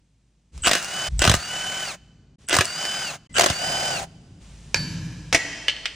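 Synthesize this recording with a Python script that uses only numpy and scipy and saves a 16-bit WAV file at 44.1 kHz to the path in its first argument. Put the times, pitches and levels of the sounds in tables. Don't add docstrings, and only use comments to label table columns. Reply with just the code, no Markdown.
import sys
import numpy as np
from scipy import signal
from scipy.fft import rfft, irfft
from scipy.io import wavfile
from scipy.ndimage import uniform_filter1d

SR = 44100
rng = np.random.default_rng(int(sys.argv[2]) if len(sys.argv) > 2 else 0)


def persist_wave(psi):
    counts = np.round(np.clip(psi, -1, 1) * 32767).astype(np.int16)
    wavfile.write(sys.argv[1], SR, np.atleast_2d(counts).T)


N = 262395
TIME = np.arange(N) / SR
FREQS = np.fft.rfftfreq(N, 1 / SR)

# trigger_s, hammer_start_s, hammer_end_s, rattle_db, squeal_db, grind_db,
#   rail_knock_db (relative to a blow)
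BOLTS = [(0.621, 0.665, 0.78, -21, -30, -17, -15), (1.181, 1.223, 1.345, -20.5, -37.5, -20, -13),
         (2.467, 2.522, 2.62, -20, -48, -27.5, -15.5), (3.329, 3.375, 3.52, -23, -46, -22, -8.5)]
# free_s, full_speed_s, eased_s, silent_s, whirr_db, order_8_db,
#   order_13_loaded_db, order_13_full_speed_db, housing_drone_db, frame_drone_db
SPINS = [(.765, 0.979, 1.08, 1.087, -30.5, -29, -48.5, -34, -39.5, -55),
         (1.35, 1.545, 1.83, 1.94, -32, -29.5, -34, -49, -42.5, -58),
         (2.619, 2.8, 3.028, 3.155, -31.5, -29, -34, -32, -42, -53),
         (3.49, 3.651, 3.909, 4.035, -29, -28.5, -33, -29.5, -32.5, -42.5)]
# start_s, level_db, crack_t60_s, ring_db
CLANKS = [(4.7445, -9.5, 0.016, -28), (4.759, -25, 0.093, -56)]
# frequency_hz, level_db
HISS_SPECTRUM = [(100, 6), (900, -6.5), (1800, -7), (2400, -5.5), (3000, -5.5), (3500, -6), (4300, -7.5),
                 (7000, -6.5), (9500, -8), (12000, -33.5), (16000, -26)]
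# start_s, end_s
DROPOUTS = [(2.358, 2.384), (3.272, 3.295)]
DRAG_HZ, CLEAR_HZ, TOP_HZ, EASED_HZ = 335.6, 376.6, 381.6, 341.6
EASE_S = .062


def amp(db):
    return 10 ** (np.asarray(db) / 20)


def unit(x):
    return x / np.sqrt(np.mean(x ** 2) + 1e-20)


def read(points, hz):
    f, value = np.transpose(points)
    return np.interp(np.log(hz + 1), np.log(f + 1), value)


def level(s, db):
    return amp(np.interp(TIME, np.r_[s[0] - .015, s, s[-1] + .015], np.r_[-140, db, -140]))


def gate(start, end, fade_s=.015):
    return np.interp(TIME, [start - fade_s, start, end, end + fade_s], [0, 1, 1, 0])


def add(mix, s, sound):
    part = mix[..., round(s * SR):][..., :sound.shape[-1]]
    part += sound[..., :part.shape[-1]]


def white():
    return rng.standard_normal((2, N))


def wander(rate_hz):
    knots = np.arange(0, N / SR + 1, 1 / rate_hz)
    return unit(np.interp(TIME, knots, rng.standard_normal(len(knots))))


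def tone(turns):
    return np.array([np.cos(2 * np.pi * turns), np.sin(2 * np.pi * turns)])


def crack(t, t60):
    return rng.standard_normal((2, len(t))) * amp(-60 * t / t60)


def colour(x, points, ripple_db=0, size=4096):
    hz = abs(np.fft.fftfreq(size, 1 / SR))
    ripple = unit(uniform_filter1d(rng.standard_normal(size), size=9))
    mirrored = ripple[np.rint(hz * size / SR).astype(int)]
    log_gain = np.log(amp(read(points, hz) + ripple_db * mirrored))
    taps = np.fft.ifft(np.exp(np.conj(signal.hilbert(log_gain)))).real[:size // 2]
    return signal.oaconvolve(x, taps[None] / np.linalg.norm(taps), axes=1)[:, :N]


def resonant(x, modes):
    gain = sum(amp(db) / (1 + (2 * (FREQS - hz) / width) ** 2) for hz, width, db in modes)
    return unit(irfft(rfft(x) * gain, N))


def ports(x, apart=0, apart_hz=600):
    # frequency_hz, coherence
    likeness = [(100, .998), (250, .99), (600, .96), (1500, .95), (2800, .95), (4200, .55), (6000, .85),
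                (8000, .72), (11000, .82), (16000, .8)]
    # frequency_hz, lead_radians
    lead = [(2500, 0), (4400, -.1), (6000, -.4), (8200, -1.7), (10200, -3), (14000, -3.2), (16000, -3.6)]
    a, b = rfft(x)
    middle = np.exp(-(apart_hz / (FREQS + 1)) ** 2 - (FREQS / 4000) ** 2)
    same = np.clip(read(likeness, FREQS) - apart * middle, 0, .9985)
    right = (same * a + np.sqrt(1 - same ** 2) * b) * np.exp(-1j * read(lead, FREQS))
    return irfft(np.array([a, right]), N)


def background(hum_hz=52.4):
    # start_s, rumble_db, hiss_db, hum_db
    stretches = [(0, -65.5, -73.5, -63), (.52, -54, -79, -57), (2.38, -54.5, -69.5, -65.5),
                 (3.3, -47.5, -63.5, -59), (4.41, -49.5, -53, -44), (5.38, -58.5, -52, -52)]
    # frequency_hz, level_db
    rumble_spectrum = [(20, -19), (55, -6.5), (110, -1.5), (160, -0.5), (230, -9), (400, -20), (1000, -36),
                       (4000, -71.5)]
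    # start_s, end_s, level_db, pitch_hz
    faint_ring = (3.298, 3.345, -56, 2010)
    starts, *levels = np.transpose(stretches)
    stretch = np.searchsorted(starts[1:], TIME)
    rumble, hiss, hum = (uniform_filter1d(amp(db)[stretch], size=1024) for db in levels)
    start, end, ring_db, ring_hz = faint_ring
    ring = amp(ring_db) * gate(start, end) * resonant(white(), [(ring_hz, 60, 0)])
    noise = rumble * colour(white(), rumble_spectrum) + hiss * colour(white(), HISS_SPECTRUM)
    return noise + hum * tone(hum_hz * TIME) + ring


def handling(fade_s=.04):
    # start_s, length_s, bump_db, scrape_db
    moves = [(0.557, 0.14, -40.5, -51.5), (1.113, .25, -26.5, -53), (2.417, 0.029, -57, -58),
             (3.322, 0.037, -41.5, -59.5)]
    bump = sum(amp(db) * gate(s, s + length, fade_s) for s, length, db, _ in moves)
    scrape = sum(amp(db) * gate(s, s + length, fade_s) for s, length, _, db in moves)
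    thud = resonant(white(), [(61.6, 26, 2), (140, 66, -14)])
    return bump * thud + scrape * colour(white(), HISS_SPECTRUM)


def socket_ticks(t60=0.0066):
    # start_s, level_db
    snaps = [(.578, -31.5), (0.6822, -8.5), (1.193, -8.5), (1.3513, -10.5), (2.4873, -14), (2.4956, -12.5),
             (2.6548, -15)]
    # frequency_hz, level_db
    snap_spectrum = [(200, -14), (1500, -2.5), (4000, -5), (7500, 3), (10500, 0.5), (12500, -22.5),
                     (16000, -12)]
    per_s, settle_s = 77, 0.03
    stray_db, spread_db = -18, 1
    ticks, t = np.zeros((2, N)), np.arange(SR // 40) / SR
    for s, db in snaps:
        add(ticks, s, amp(db) * crack(t, t60))
    rate = sum(per_s * (TIME > free) * np.exp(-abs(TIME - free) / settle_s) for free, *_ in SPINS)
    stray = (rng.random(N) < rate / SR) * amp(stray_db + spread_db * rng.standard_normal(N))
    ticks += signal.oaconvolve(stray[None], crack(t, t60), axes=1)[:, :N]
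    return colour(ticks, snap_spectrum, ripple_db=1.5)


def housing(x, ring_db, t60=0.23):
    # frequency_hz, level_db
    case_modes = [(389, -1.5), (702, -3), (1243, 1), (1529, -4), (1802, 2.5), (2162, -3.5), (2900, -0.5),
                  (3519, -8.5), (3883, -1)]
    t = np.arange(SR // 5) / SR
    ring = sum(amp(db - 60 * t / t60) * np.sin(2 * np.pi * hz * t) for hz, db in case_modes)
    return x + amp(ring_db) * signal.oaconvolve(x, ring[None] / np.linalg.norm(ring), axes=1)[:, :N]


def underbody(x, t60=.07):
    t = np.arange(SR // 6) / SR
    sparse = rng.random((2, len(t))) < .05
    taps = rng.standard_normal((2, len(t))) * sparse * amp(-60 * t / t60) * (t > .002)
    return signal.oaconvolve(x, taps / np.linalg.norm(taps[0]), axes=1)[:, :N]


def hall(x):
    # frequency_hz, t60_s
    decay = [(100, 3.4), (500, 2), (2000, 1.67), (5000, 1.8), (8000, 1.4), (12000, 0.36), (16000, 1)]
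    hz, t, z = signal.stft(rng.standard_normal((2, 2 * SR)), SR, nperseg=256)
    decaying = z * amp(-60 * t / read(decay, hz)[:, None]) * (1 - np.exp(-t / 0.0019))
    tail = signal.istft(decaying, SR, nperseg=256)[1]
    return signal.fftconvolve(x[:1], tail / np.linalg.norm(tail[0]), axes=1)[:, :N]


def wind_up(rise_db=15, grain_db=3, squeal_hz=8050, sag_hz=350):
    # frequency_hz, level_db
    rattle_spectrum = [(60, -12), (300, -4.5), (700, -0.5), (1050, -8), (1550, 3), (2100, -3), (2900, 2.5),
                       (3800, -4.5), (6500, -7), (8000, -16), (10300, -15.5), (12500, -33), (15000, -26),
                       (16500, -41.5)]
    rattle, grind, squeal = np.zeros(N), np.zeros(N), np.zeros((2, N))
    for trigger, start, end, db, squeal_db, grind_db, _ in BOLTS:
        grind_s = np.array([trigger + 0.013, trigger + 0.03, start, start + 0.011])
        grind += level(grind_s, grind_db - np.array([rise_db, 6, 0, 6]))
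        rattle_s = np.array([trigger + 0.024, start, start + 0.027, end, end + 0.011])
        rattle += level(rattle_s, db - np.array([15, 1.9, 4.4, 6.5, 18]))
        u = np.linspace(0, 1, round((start - trigger + 0.0018) * SR))
        turns = np.cumsum(squeal_hz - sag_hz * u ** 2) / SR
        add(squeal, trigger, amp(squeal_db + 4.7 * u) * tone(turns) * signal.windows.tukey(len(u), .06))
    chatter = white() * unit(amp(grain_db * wander(600)))
    gearbox = resonant(chatter, [(1450, 350, -6.5), (2950, 500, -6), (7600, 1800, -10)])
    return squeal + grind * gearbox + colour(chatter * rattle, rattle_spectrum, ripple_db=3.0)


def hammer(t60=0.026, snap_t60=.012, rise_s=0.001, rebound_s=.0051, rebound_db=-16.5, kick_hz=68,
           kick_t60=.07, kick_lag_s=.004, knock_t60=.033, vary_db=2):
    # start_s, level_db, frame_kick_db
    strikes = [(.670, -6.5, -31), (.676, -10.5, -32.5), (.692, -13, -39), (.712, -6, -37.5),
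               (.732, -7.5, -37.5), (.751, -9.5, -41), (1.218, -7, -34), (1.24, -8.5, -34.5),
               (1.25, -7.5, -36), (1.263, -13, -22), (1.275, -5.5, -8), (1.295, -4, -8), (1.314, -9, -18),
               (1.339, -7, -13.5), (2.529, -10, -41), (2.541, -10, -39), (2.55, -9.5, -29),
               (2.565, -5.5, -31), (2.586, -7.5, -13.5), (2.608, -6, -27), (2.826, -22, -51.5),
               (2.851, -19, -47), (3.382, -7, -38), (3.394, -3.5, -36.5), (3.409, -6, -40),
               (3.418, -10.5, -38), (3.434, -12, -31), (3.44, -7.5, -40), (3.46, -6.5, -34.5),
               (3.4994, -12.5, -17.5)]
    # frequency_hz, level_db
    blow_spectrum, rail_spectrum, flat = [(50, -21), (250, -2.5), (700, -3.5), (1000, -1), (1600, -1),
                                          (2700, -3.5), (3600, -3.5), (5000, -4.5), (7000, -5.5),
                                          (9000, -6), (10500, -13), (12500, -25.5), (15000, -8.5),
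                                          (16500, -41.5)], [(150, -26), (400, -7.5), (700, 3.5), (1000, -16),
                                                          (2000, -30.5), (8000, -55)], [(100, 0), (16000, 0)]
    blows, knocks, kicks = np.zeros((3, 2, N))
    t = np.arange(SR // 8) / SR
    contact = 1 - np.exp(-(t / rise_s) ** 2)
    for s, db, kick_db in strikes:
        knock_db = [bolt[-1] for bolt in BOLTS if bolt[0] < s][-1]
        blow = amp(db) * (crack(t, t60) + crack(t, snap_t60)) * contact
        add(blow, rebound_s * rng.uniform(.7, 1.3), amp(db + rebound_db) * crack(t, 0.011))
        add(blows, s, colour(blow, flat, ripple_db=vary_db, size=512))
        add(knocks, s + .0012, amp(db + knock_db) * crack(t, knock_t60))
        turns = kick_hz * t + 0.56 * (1 - np.exp(-t / .0046))
        add(kicks, s + kick_lag_s, amp(kick_db - 60 * t / kick_t60) * np.sin(2 * np.pi * turns))
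    return colour(blows, blow_spectrum, ripple_db=1.5) + colour(knocks, rail_spectrum) + kicks


def motor_speed(free, clear, eased, brake_hz_per_s=2100):
    speed = np.interp(TIME, [free, clear, eased, eased + EASE_S], [DRAG_HZ, CLEAR_HZ, TOP_HZ, EASED_HZ])
    return np.maximum(speed - brake_hz_per_s * np.maximum(TIME - eased - EASE_S, 0), 1)


def spin(flutter=.003, shimmer=.11, low_shimmer=0.29, wobble=0.19, mesh=0.29, orders_db=1):
    # multiple, level_db
    weak_orders = [(2, -24.5), (4, -7.5), (12, -22.5), (16, -21)]
    # frequency_hz, level_db
    whirr_spectrum = [(60, -19.5), (160, 2.5), (280, -4.5), (1100, -1), (1550, 5), (1950, 0), (2400, 2),
                      (3500, -2.5), (5400, -2), (6400, 0.5), (8500, -2.5), (10300, -5), (12500, -55.5),
                      (15000, -2.5), (16500, -38)]
    # frequency_hz, width_hz, level_db
    frame_modes = [(50, 40, -8.5), (110, 50, -9), (153, 36, 0.5), (230, 90, -11)]
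    case_hz, case_width_hz, off_case_db = 3007, 160, -9.5
    overrun_db = 5
    whine_rise_s = .085
    load_dip_db = -3
    whirr_power, whine_power = 1.4, 6.0
    speed, low, high, whirr, drone, frame = np.zeros((6, N))
    for free, clear, eased, silent, whirr_db, low_db, loaded_db, high_db, drone_db, frame_db in SPINS:
        hz, on = motor_speed(free, clear, eased), gate(free, silent, fade_s=.025)
        speed = np.where(on > 0, hz, speed)
        rise = np.clip((TIME - free) / whine_rise_s, 0, 1)
        whine = on * rise * np.minimum(hz / EASED_HZ, 1) ** whine_power
        noise = on * (hz / TOP_HZ) ** whirr_power
        unloaded = np.clip((hz - EASED_HZ) / (TOP_HZ - EASED_HZ), 0, 1) ** 2
        in_case = 1 / np.hypot(1, 2 * (8 * hz - case_hz) / case_width_hz) ** 2
        overrun = np.clip((TIME - eased) / EASE_S, 0, 1)
        thread_s = [free, (free + clear) / 2, clear]
        loose = np.interp(TIME, thread_s, [.35, .25, 1])
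        low += whine * amp(low_db) * np.maximum(in_case, amp(off_case_db + overrun_db * overrun))
        high += whine * amp(loaded_db + (high_db - loaded_db) * unloaded)
        whirr += noise * amp(whirr_db + np.interp(TIME, thread_s, [0, load_dip_db, 0]))
        drone += on * np.sqrt(hz / TOP_HZ) * loose * amp(drone_db)
        frame += on * loose * amp(frame_db)
    turns = np.cumsum(speed * (1 + flutter * wander(150))) / SR
    gears = low * tone(8 * turns) * (1 + low_shimmer * wander(80))
    gears += high * tone(13 * turns) * (1 + shimmer * wander(120))
    weak = sum(amp(db) * tone(round(k) * turns + .068 * wander(68)) for k, db in weak_orders)
    gears += amp(orders_db) * whirr * (speed / TOP_HZ) ** 2 * weak
    socket = 1 + wobble * np.cos(2 * np.pi * turns / 10)
    teeth = unit(1 + mesh * np.cos(2 * np.pi * turns))
    gears += whirr * colour(white() * unit(teeth * socket), whirr_spectrum, ripple_db=.5)
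    housing_drone = drone * socket * resonant(white(), [(600, 330, -5.5), (753, 210, 4.5)])
    return gears + housing_drone + frame * resonant(white(), frame_modes)


def steel(hits, spectrum, modes, near_db, hall_db, snap_db=2):
    cracks, rings = np.zeros((2, 2, N))
    t = np.arange(SR) / SR
    waver = .18
    ring = sum(amp(d - 60 * t / life) * tone(hz * t + rng.random()) * (1 + waver * wander(37.0)[:SR])
               for hz, d, life in modes)
    for s, db, t60, ring_db in hits:
        add(cracks, s, amp(db) * (crack(t, t60) + amp(snap_db) * crack(t, 0.0075)))
        add(rings, s, amp(ring_db) * ring)
    cracks = colour(cracks, spectrum, ripple_db=0.5)
    reflected = amp(near_db) * underbody(cracks, t60=0.14)
    return cracks + rings + reflected + amp(hall_db) * hall(cracks + 0.11 * rings)


def clank():
    # frequency_hz, level_db
    spectrum = [(100, -9), (700, -5.5), (1200, -11), (1650, 3), (1950, -5), (2450, -0.5), (3600, -10.5),
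                (4500, -2), (5300, -2.5), (6500, -8.5), (7700, -12), (9000, -12), (11000, -25),
                (16000, -58)]
    # frequency_hz, level_db, t60_s
    modes = [(1630, -29, 1.6), (1720, -21, 1.6), (2410, 19, 0.022), (2820, -21, 1.8), (3010, -19, 1.9),
             (4230, -22, 1.4), (4540, 3.5, 0.53), (5450, 16, 0.019), (6000, -19, 1.6), (7200, -21, 1.6),
             (11030, -14, 1.17)]
    return steel(CLANKS, spectrum, modes, near_db=-8, hall_db=-8.5)


def panel_boom():
    # frequency_hz, width_hz, level_db
    panel_modes = [(91.3, 26, -9.5), (118.2, 18, -3), (151.5, 14, -4.5), (167.5, 18, 3), (243, 25, -15.5),
                   (304, 40, -15)]
    boom_db, attack_s, hold_s = -28.5, .025, 0.36
    sag_db_per_s, release_db_per_s = 12.5, 40
    t = np.maximum(TIME - CLANKS[0][0], 0)
    db = boom_db - sag_db_per_s * t - release_db_per_s * np.maximum(t - hold_s, 0)
    return np.minimum(t / attack_s, 1) * amp(db) * resonant(white(), panel_modes)


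def dropped_part():
    # start_s, level_db, crack_t60_s, ring_db
    hits = [(5.3272, -12.5, 0.083, -70), (5.3465, -7.5, 0.078, -29)]
    # frequency_hz, level_db
    spectrum = [(60, -11), (300, -5), (700, -5), (1400, -5), (2200, 1.5), (3200, -6), (4300, -9),
                (6000, -6), (7400, -12), (9000, -11), (11000, -25.5), (16000, -29)]
    # frequency_hz, level_db, t60_s
    modes = [(670, 14, 0.054), (1910, -3.5, 1.1), (1974, -2.5, 0.95), (2050, -4, 0.48), (2440, 13, 0.032),
             (3020, -21, 1), (3130, -14, 5.9), (5200, -18, 1.5), (5902, -11, 0.85), (7170, -8, 0.83)]
    return steel(hits, spectrum, modes, near_db=-12.0, hall_db=-11.5)


def bounces():
    # start_s, level_db, crack_t60_s, ring_db
    hits = [(5.6825, -13.5, 0.04, -30.5), (5.696, -21, 0.043, -51), (5.765, -37, 0.03, -50),
            (5.8565, -15, 0.037, -46)]
    # frequency_hz, level_db
    spectrum = [(100, -32), (450, -17), (1200, -20), (1800, -9.5), (3000, 0), (3800, -9), (4400, -7),
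                (6000, -16), (7000, -25), (8000, -16.5), (11000, -41), (16000, -43)]
    # frequency_hz, level_db, t60_s
    modes = [(1682, -4, 0.23), (1710, -8, 0.3), (2970, -5, 0.64), (3200, -9, 0.32), (3035, 21.5, 0.034),
             (4340, -11, 1), (6540, -12, .25)]
    return steel(hits, spectrum, modes, near_db=-7, hall_db=-14)


def scene():
    # start_s, end_s
    first_stop = (1.087, 1.178)
    wrench = spin() + housing(wind_up() + hammer() + socket_ticks(), ring_db=-22)
    wrench = wrench + amp(-11.0) * underbody(wrench, t60=0.089) + amp(-29.5) * hall(wrench)
    stopped = (TIME > first_stop[0]) & (TIME < first_stop[1])
    wrench = wrench * uniform_filter1d(1. - stopped, size=128)
    last_bolt = TIME > DROPOUTS[1][0]
    parts = clank() + dropped_part() + bounces()
    near = wrench * ~last_bolt + parts + panel_boom() + handling() + background()
    return ports(near) + ports(wrench * last_bolt, apart=0.84)


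def record(dry):
    running = 1. - sum((TIME > a) & (TIME < b) for a, b in DROPOUTS)
    rounded = np.tanh(dry * uniform_filter1d(running, size=128))
    edge_hz = 16300
    low_pass = signal.firwin(511, edge_hz, window=("kaiser", 9), fs=SR)
    return signal.oaconvolve(rounded, low_pass[None], "same")


dry = scene()
out = record(dry)
persist_wave(out)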